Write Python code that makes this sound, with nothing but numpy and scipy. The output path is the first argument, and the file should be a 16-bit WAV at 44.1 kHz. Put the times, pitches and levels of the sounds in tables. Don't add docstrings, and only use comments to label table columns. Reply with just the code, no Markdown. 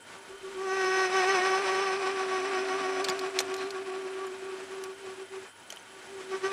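import sys
import numpy as np
from scipy import signal
from scipy.fft import rfft, irfft
from scipy.io import wavfile

SR = 44100
rng = np.random.default_rng(int(sys.argv[2]) if len(sys.argv) > 2 else 0)


def elevation(decibels):
    levels = np.asarray(decibels, float)
    return 10 ** (levels / 20)


def transcribe(u):
    v = np.clip(np.atleast_2d(u).T, -1, 1)
    q = np.round(v * 32767).astype(np.int16)
    wavfile.write(sys.argv[1], SR, q)


N = 287538
CHANGE_S = 0.025


def rms_one(x):
    return x / np.sqrt(np.mean(x ** 2) + 1e-20)


def in_time(rows):
    s, *columns = np.transpose(rows)
    return [np.interp(np.arange(N) / SR, s, c) for c in columns]


def drift(rate_hz):
    r = np.exp(-40 * np.pi * rate_hz / SR)
    noise = rng.standard_normal(N // 20 + 3002)
    slow = signal.lfilter([1], [1, -2 * r, r * r], noise)[3000:]
    return np.interp(np.arange(N) / 20, np.arange(len(slow)), rms_one(slow))


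def resonate(x, hz, width):
    r = np.exp(-np.pi * width / SR)
    poles = [1, -2 * r * np.cos(2 * np.pi * hz / SR), r * r]
    return signal.lfilter([(1 - r * r) / 2, 0, (r * r - 1) / 2], poles, x)


def hump(hz, centre, width, db):
    return db / (1 + (2 * (hz - centre) / width) ** 2)


def colour(x, spectrum, modes=()):
    hz = np.maximum(np.fft.rfftfreq(N, 1 / SR), 1)
    corner_hz, corner_db = np.transpose(spectrum)
    gain = elevation(np.interp(np.log(hz), np.log(corner_hz), corner_db))
    for centre, width, db in modes:
        gain = gain * elevation(hump(hz, centre, width, db))
    return rms_one(irfft(rfft(x) * gain, N))


def band(x, low_hz, high_hz):
    return signal.sosfilt(signal.butter(2, [low_hz, high_hz], "band", fs=SR, output="sos"), x)


def above(level_db, idle_db):
    idle = elevation(idle_db) ** 2
    return np.sqrt(np.maximum(elevation(level_db) ** 2 - idle, 0.022 * idle))


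def throb(sag_db, let_go_db):
    return 0.75 * let_go_db + 0.55 * sag_db


def cut():
    # t/s, tool swing level/dB, bite level/dB, resting f/Hz
    depth = [(0.0, -85, -80, 381.6), (0.17, -54.5, -55, 386), (0.43, -41, -74, 383.5),
             (0.61, -35, -44, 376.0), (0.76, -31.5, -35.5, 378.8), (1.05, -30.5, -32, 378.9),
             (1.32, -27.6, -29, 375.6), (1.59, -32.5, -34.5, 379.5), (2.01, -33, -38.5, 380.4),
             (2.61, -32.5, -38.5, 375.9), (3.1, -34.5, -40, 374.9), (3.72, -35.5, -48.5, 379),
             (4.3, -38.5, -53.5, 377), (4.9, -40, -57.5, 381.3), (5.41, -41, -50, 384.4),
             (5.52, -77, -74, 375.4), (5.96, -58.5, -62.5, 383.6), (6.52, -23.0, -30, 379.3)]
    # t/s, pitch leap f/Hz, swing loss/dB, bite loss/dB
    slips = [(0.098, 4, 15.2, 0), (0.257, 12, 19, 16.6), (0.403, 14.5, 16, 16), (0.525, 11.5, 8.9, 21),
             (0.648, 11.5, 1.5, 1.5), (0.765, 8.5, 1.5, 2), (0.899, -5.0, -1, 3),
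             (1.099, -11.5, 6, 7.5), (1.174, 3.5, 0.5, 1.0), (1.243, -8.5, 4.5, 3.5),
             (1.328, 15.5, 3, 2.5), (1.407, -12, 6, 3), (1.496, 2.5, -0.5, 2.5), (1.628, 18.5, 1.5, 5),
             (1.728, 2.5, 0, 1.5), (1.845, 15.5, 0.5, 2), (1.994, 14.5, 4, 5.5), (2.144, 12.5, 4.5, 6),
             (2.268, 3.5, 2, 8.5), (2.417, -3.5, 2, 3.3), (2.503, 16.5, 2.5, 5.5), (2.652, 8, 2, 6),
             (2.797, 17.5, 2.9, 4), (2.932, 7.5, -1.5, 4), (3.051, 18, 2.5, 5.5),
             (3.182, 15.0, 3.5, 9.5), (3.319, 17, 10.5, 11), (3.451, 8, 7, 9), (3.579, 7, 3.5, 4),
                   (3.711, 20, 5.5, 10), (3.842, 10.0, 6.5, 12), (4.011, 7.5, 2.5, 6),
                   (4.135, 4.5, -0.5, 8), (4.232, 10, -2.5, -2), (4.317, -1.8, 2.5, 10),
                   (4.387, 8, 7.7, 11), (4.488, 6, 1, 2), (4.585, 1.1, 4.7, 7), (4.669, 3, 12, 31),
                   (4.773, 5.5, 1.5, 2), (4.963, -0.35, 12, 19.2), (5.011, 14.5, 7.7, 10.5),
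                   (5.16, -4.5, 13, 15), (5.283, -4, 28, 39), (5.42, -1, 6, 34), (6.059, -9, 7, 16.9),
                   (6.148, 9.5, -3.5, 7), (6.264, -2, 10.5, 35), (6.401, 2, 20.5, 17),
                   (6.502, 12.5, 16, 7.7)]
    leap_s, lead_s, sag_s, let_go_s = 0.027, 0.0099, 0.02, 0.027
    rebound, rebound_lag_s = 0.2, 0.0558
    swing_db, bite_db, rest_hz = in_time(depth)
    s, leap_hz, sag_db, let_go_db = np.transpose(slips)
    t = np.arange(0, N + 64, 64) / SR

    def bumps(sizes, spread, lag=0):
        shapes = np.exp(-.5 * ((t[:, None] - s - lag) / spread) ** 2)
        return np.interp(np.arange(N) / SR, t, shapes @ sizes)

    leap = bumps(leap_hz, leap_s, -lead_s) - rebound * bumps(leap_hz, leap_s, rebound_lag_s)
    return rest_hz + leap, leap, swing_db, bite_db, bumps(sag_db, sag_s), bumps(let_go_db, let_go_s)


def partial(hz, multiple, flutter_db, wander, under_hz=0):
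    # f/Hz, width/Hz, level/dB
    post_modes = [(1477.3, 20, -13), (1854, 10, 6.5), (2188, 79, 11), (2920, 38, 2)]
    slip = wander * drift(16.7) + rng.uniform(0, 2 * np.pi)
    line_hz = multiple * hz - under_hz
    lift_db = sum(hump(line_hz, *mode) for mode in post_modes)
    gain = np.sqrt(2) * elevation(flutter_db * drift(38.5) + lift_db)
    return gain * np.sin(2 * np.pi * np.cumsum(line_hz) / SR + slip)


def chatter(hz, leap, swing_db, bite_db, sag_db, let_go_db):
    # multiple, level/dB, shares of bite, lost bite and lost swing, level per leap/(dB/Hz)
    lopsided = [(2, -38.5, .95, 1.7, 0.01, -.15), (3, -37, .78, 2.2, -.4, .2)]
    # multiple, level over the bite/dB
    upper = [(4, -5), (5, -7.5), (6, -14.5), (7, -14.5), (8, -18), (9, -21), (10, -23), (11, -20),
             (12, -30)]
    # multiple, level over the bite/dB
    bar_lines = [(14, -20), (16, -23.5)]
    # multiple, level/dB
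    between = [(1.5, -16), (2.5, -16.5), (3.5, -24)]
    # multiple, level/dB
    beats = [(1, -4), (2, -2.5), (3, -12.5), (4, -3.5)]
    # t/s, uneven bites level/dB, motor beat level/dB
    stray = [(.08, -68, -70), (.19, -48, -68), (.3, -58, -75), (.6, -68, -70), (.9, -51, -71),
             (1.4, -47, -66), (1.66, -29, -69), (2.14, -51, -51), (3.03, -37, -45.5), (3.3, -55, -50),
             (5.5, -87, -65.5)]
    fresh_db = {2: -3, 3: -3.5, "upper": 3.5}
    motor_hz = 100.6
    worn_in_s, fresh_again_s = 1.08, 6.32
    stall_db, stall_share = -35, 0.27
    clear_db, fade_from_db, fade_share = 1.44, -38, 1.1
    upper_hold, bar_hold = 0.35, 0.6
    uneven_db, beat_db = in_time(stray)
    t = np.arange(N) / SR
    fresh = 1 + (np.tanh((t - fresh_again_s) / CHANGE_S) - np.tanh((t - worn_in_s) / CHANGE_S)) / 2

    flutter = 1.2 + .09 * np.clip(-33 - swing_db, 0, 25)
    out = elevation(swing_db - sag_db) * partial(hz, 1, flutter_db=flutter, wander=.25)
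    for multiple, db, bite, let_go, sag, per_hz in lopsided:
        level_db = db + bite * (bite_db + 39) - let_go * let_go_db - sag * sag_db + per_hz * leap
        level_db += fresh_db[multiple] * fresh + stall_share * np.minimum(swing_db - stall_db, 0)
        gain = elevation(level_db)
        if multiple == 3:
            gain = np.hypot(gain, fresh * elevation(swing_db - 1.6 * sag_db - 11))
            gain *= elevation(3.5 * fresh * (t > N / SR / 2))
        out += gain * partial(hz, multiple, flutter_db=1.5, wander=.35)

    force_db = bite_db - throb(sag_db, let_go_db)
    upper_db = force_db + clear_db + np.minimum(force_db - fade_from_db, 0) * fade_share
    for multiple, db in upper:
        gain = elevation(upper_db + db + fresh_db["upper"] * fresh * (multiple < 6))
        out += gain * partial(hz - upper_hold * leap, multiple, flutter_db=2.6 - 1.3 * fresh,
                              wander=(.14 - .05 * fresh) * multiple)
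    for multiple, db in bar_lines:
        line = partial(hz - bar_hold * leap, multiple, flutter_db=4, wander=2.2)
        out += elevation(upper_db + db + 3) * line
    for multiple, db in between:
        line = partial(hz, multiple, flutter_db=3.5, wander=0.9)
        out += above(uneven_db, idle_db=-63) * elevation(db) * line
    for multiple, db in beats:
        line = partial(hz, multiple, flutter_db=3.5, wander=0.51, under_hz=motor_hz)
        out += above(beat_db, idle_db=-64.5) * elevation(db) * line
    return out


def rattle(hz, leap, swing_db, bite_db, sag_db, let_go_db):
    # f/Hz, level per Hz/dB
    rattle_body = [(90, -23), (180, -8.5), (330, -9.5), (500, -1.5), (900, 1.5), (1700, 2.5), (2600, -3),
                   (3600, -6.5), (6300, -13), (7200, -13), (11000, -30), (13300, -51), (14000, -60)]
    # f/Hz, width/Hz, level/dB
    slide_modes = [(724, 32, 12.5), (1131, 63, 10.5), (1607, 18, 8.5), (2140, 15, -12.5), (2483, 260, 7.5),
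                   (2893, 11, 5), (4020, 34, 5), (8440, 420, 6), (11250, 340, -6), (12900, 400, -3)]
    # f/Hz, width/Hz, level/dB
    bar_modes = [(5210, 40, 9.5), (5300, 94, -14), (6000, 590, 0), (6120, 530, 17), (8500, 360, -34),
                 (11200, 500, -17), (12850, 450, -30)]
    # f/Hz, width/Hz, level/dB
    post_ring = [(2204, 45, -1), (2970, 31, -2), (4060, 60, -15)]
    lag_s, wavy_from_s = 0.12, 1.1
    bar_db, post_db = -48.5, -50.5
    keep = np.exp(-1 / (lag_s * SR))
    shake_db = 0.5 * (bite_db + 38) + 0.31 * (swing_db + 33)
    rattle_db = -46.5 + shake_db[0] + signal.lfilter([1 - keep], [1, -keep], shake_db - shake_db[0])
    throb_db = 3.5 - throb(sag_db, let_go_db)
    shear = rng.standard_normal(N) * (1 + 0.48 * np.cos(2 * np.pi * np.cumsum(hz) / SR))
    slides = elevation(8 + 0.51 * throb_db + 1.8 * drift(27.0)) * colour(shear, rattle_body, slide_modes)
    slides *= above(rattle_db, idle_db=-61.5)

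    bar, post = np.zeros(N), np.zeros(N)
    for mode_hz, width, db in bar_modes:
        sign = -1 if 7000 < mode_hz < 10000 else 1
        bar += sign * elevation(db) * resonate(shear, mode_hz, width) / np.sqrt(width)
    low_pass = signal.butter(10, 13200, fs=SR, output="sos")
    bar = rms_one(signal.sosfilt(low_pass, band(bar, 3800, 12400)))
    for mode_hz, width, db in post_ring:
        post += elevation(db) * rms_one(resonate(resonate(shear, mode_hz, width), mode_hz, width))
    wavy = np.clip((np.arange(N) / SR - wavy_from_s) / CHANGE_S, 0, 1)
    post *= elevation(post_db - bar_db) * wavy
    return slides + elevation(bar_db + 1.17 * (bite_db + 33.5) + 1.1 * throb_db) * (bar + post)


def hook_taps():
    # t/s, peak level/dB, ring f/Hz, ring level/dB, bright level/dB
    taps = [(3.0425, -23, 3626, -17, -23), (3.0445, -18, 8010, -19, -25), (3.047, -19.5, 4450, -9, -23),
            (3.0855, -16.5, 3500, -11, -22), (3.094, -23, 6970, -5, -14), (3.099, -29, 4770, 5, -18),
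            (3.192, -23.5, 4266, -9, -18), (3.3892, -8, 4140, -15.5, -31), (3.4037, -16, 6050, -9, -15),
            (3.541, -23, 6800, -17, -20), (3.565, -29, 11500, -24, -16), (3.706, -25, 4230, -10.5, -24),
            (4.268, -40, 6960, -5, -8), (4.838, -25.5, 5760, -12, -12.5), (5.703, -30, 3130, -5.5, -10.5),
            (5.704, -41, 6190, 2, -20), (5.7244, -28.5, 6640, -13, -22), (5.7608, -42, 3100, -5, -4),
            (5.771, -46, 3100, 10, -20), (5.797, -48, 6090, 3, -20), (2.684, -41, 2387, -10, -30)]
    # t/s, level/dB, f/Hz, t60/s
    thuds = [
        (2.685, -29, 1260, .03),
        (3.086, -28, 889, 0.04),
        (3.089, -39, 192, 0.063),
        (3.404, -26, 777, 0.028),
        (5.7255, -43.5, 628.8, .04),
    ]
    # t/s, level/dB
    scrape = [
        (3.55, -80),
        (3.58, -46.5),
        (3.64, -54),
        (3.69, -56),
        (3.70, -80),
    ]
    out, t = np.zeros(N), np.arange(4000) / SR
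    for s, peak_db, ring_hz, ring_db, bright_db in taps:
        t60 = np.clip(.032 + .0004 * (peak_db + 25), .005, .15)
        dying = elevation(-60 * t / t60)
        noise = rng.standard_normal(len(t)) * dying * 0.72
        tap = elevation(bright_db + 12) * band(noise, 8450, 11800)
        noise[0] = 3.9
        tap += band(band(noise, 1440, 7800), 1050, 12600)
        tap += elevation(-11.5) * band(noise, 500, 1600)
        tap += elevation(ring_db - 0.5) * np.sin(2 * np.pi * ring_hz * t) * dying ** 0.79
        tap += elevation(ring_db + 14) * resonate(noise, ring_hz, 330)
        out[round(s * SR):][:len(t)] += elevation(peak_db - 4.0) * tap
    for s, db, hz, t60 in thuds:
        knock = np.sin(2 * np.pi * hz * t) + 3 * rng.standard_normal(len(t))
        out[round(s * SR):][:len(t)] += band(elevation(db - 60 * t / t60) * knock, hz / 2, hz * 2)
    grit = rng.standard_normal(N) * elevation(3.1 * drift(60))
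    rub = rms_one(resonate(grit, 4160, 200) + 0.15 * band(grit, 4500, 5600))
    return out + elevation(in_time(scrape)[0]) * rub


def drive():
    # f/Hz, level per Hz/dB
    idle_spectrum = [(13, -44), (22, -19), (100, -13), (199, -4), (235, 0), (598, -0.5), (954, -1),
                     (1040, -3.5), (1440, 0.5), (2870, -5), (3120, -6), (4710, -11), (7940, -13),
                     (11400, -29.5), (15650, -41), (15850, -70)]
    # t/s, level/dB
    load_swell = [
        (0, -5),
        (.1, 3),
        (5.2, 2),
        (5.27, -2.5),
        (5.34, 2.5),
        (5.55, -6.5),
        (5.62, -1.5),
        (5.9, 0.5),
        (6.52, 6.5),
    ]
    # f/Hz, width/Hz, level/dB
    gear_tones = [(103.4, 12.6, -73.5), (923, 66, -64), (1464, 74, -61.5), (3090, 120, -63.5),
                  (9820, 250, -68.5), (10130, 140, -70.5), (10420, 150, -76)]
    shaft_hz = 23.4
    swell_db, = in_time(load_swell)
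    gain = elevation(-51.5 + swell_db + 1.8 * drift(5.4))
    out = gain * colour(rng.standard_normal(N), idle_spectrum)
    for hz, width, db in gear_tones:
        gain = elevation(db + 1.06 * drift(14))
        out += gain * rms_one(resonate(resonate(rng.standard_normal(N), hz, width), hz, width))
    turn = (1.7 + np.cos(2 * np.pi * shaft_hz * np.arange(N) / SR + 3.3 * drift(2.7))) ** 2
    hiss_gain = elevation(-78 + 0.29 * drift(1.6)) * turn
    return out + hiss_gain * rms_one(band(rng.standard_normal(N), 7460, 8860))


def stand_rumble():
    # t/s, length/s, level/dB
    nudges = [
        (0.296, 0.43, -70),
        (0.996, .4, -79),
    ]
    t, deep = np.arange(N) / SR, rms_one(band(rng.standard_normal(N), 22, 49))
    envelope = np.zeros(N)
    for s, length, db in nudges:
        inside = (t > s) * (t < s + length)
        envelope += elevation(db) * inside * elevation(-8 * (t - s).clip(0) / length)
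    return deep * envelope


def scene():
    controls = cut()
    return (chatter(*controls) + rattle(*controls) + hook_taps() + drive() + stand_rumble())[None]


def roll_off(x):
    return signal.sosfilt(signal.butter(12, 16820, fs=SR, output="sos"), x)


def record(dry):
    hiss = elevation(-71.5) * rng.standard_normal(dry.shape)
    hiss = signal.sosfilt(signal.cheby2(18, 50, 15950, fs=SR, output="sos"), hiss)
    dulled = signal.sosfilt(signal.cheby2(10, 24, 15900, fs=SR, output="sos"), dry)
    return roll_off(dulled + hiss)


dry = scene()
out = record(dry)
transcribe(out)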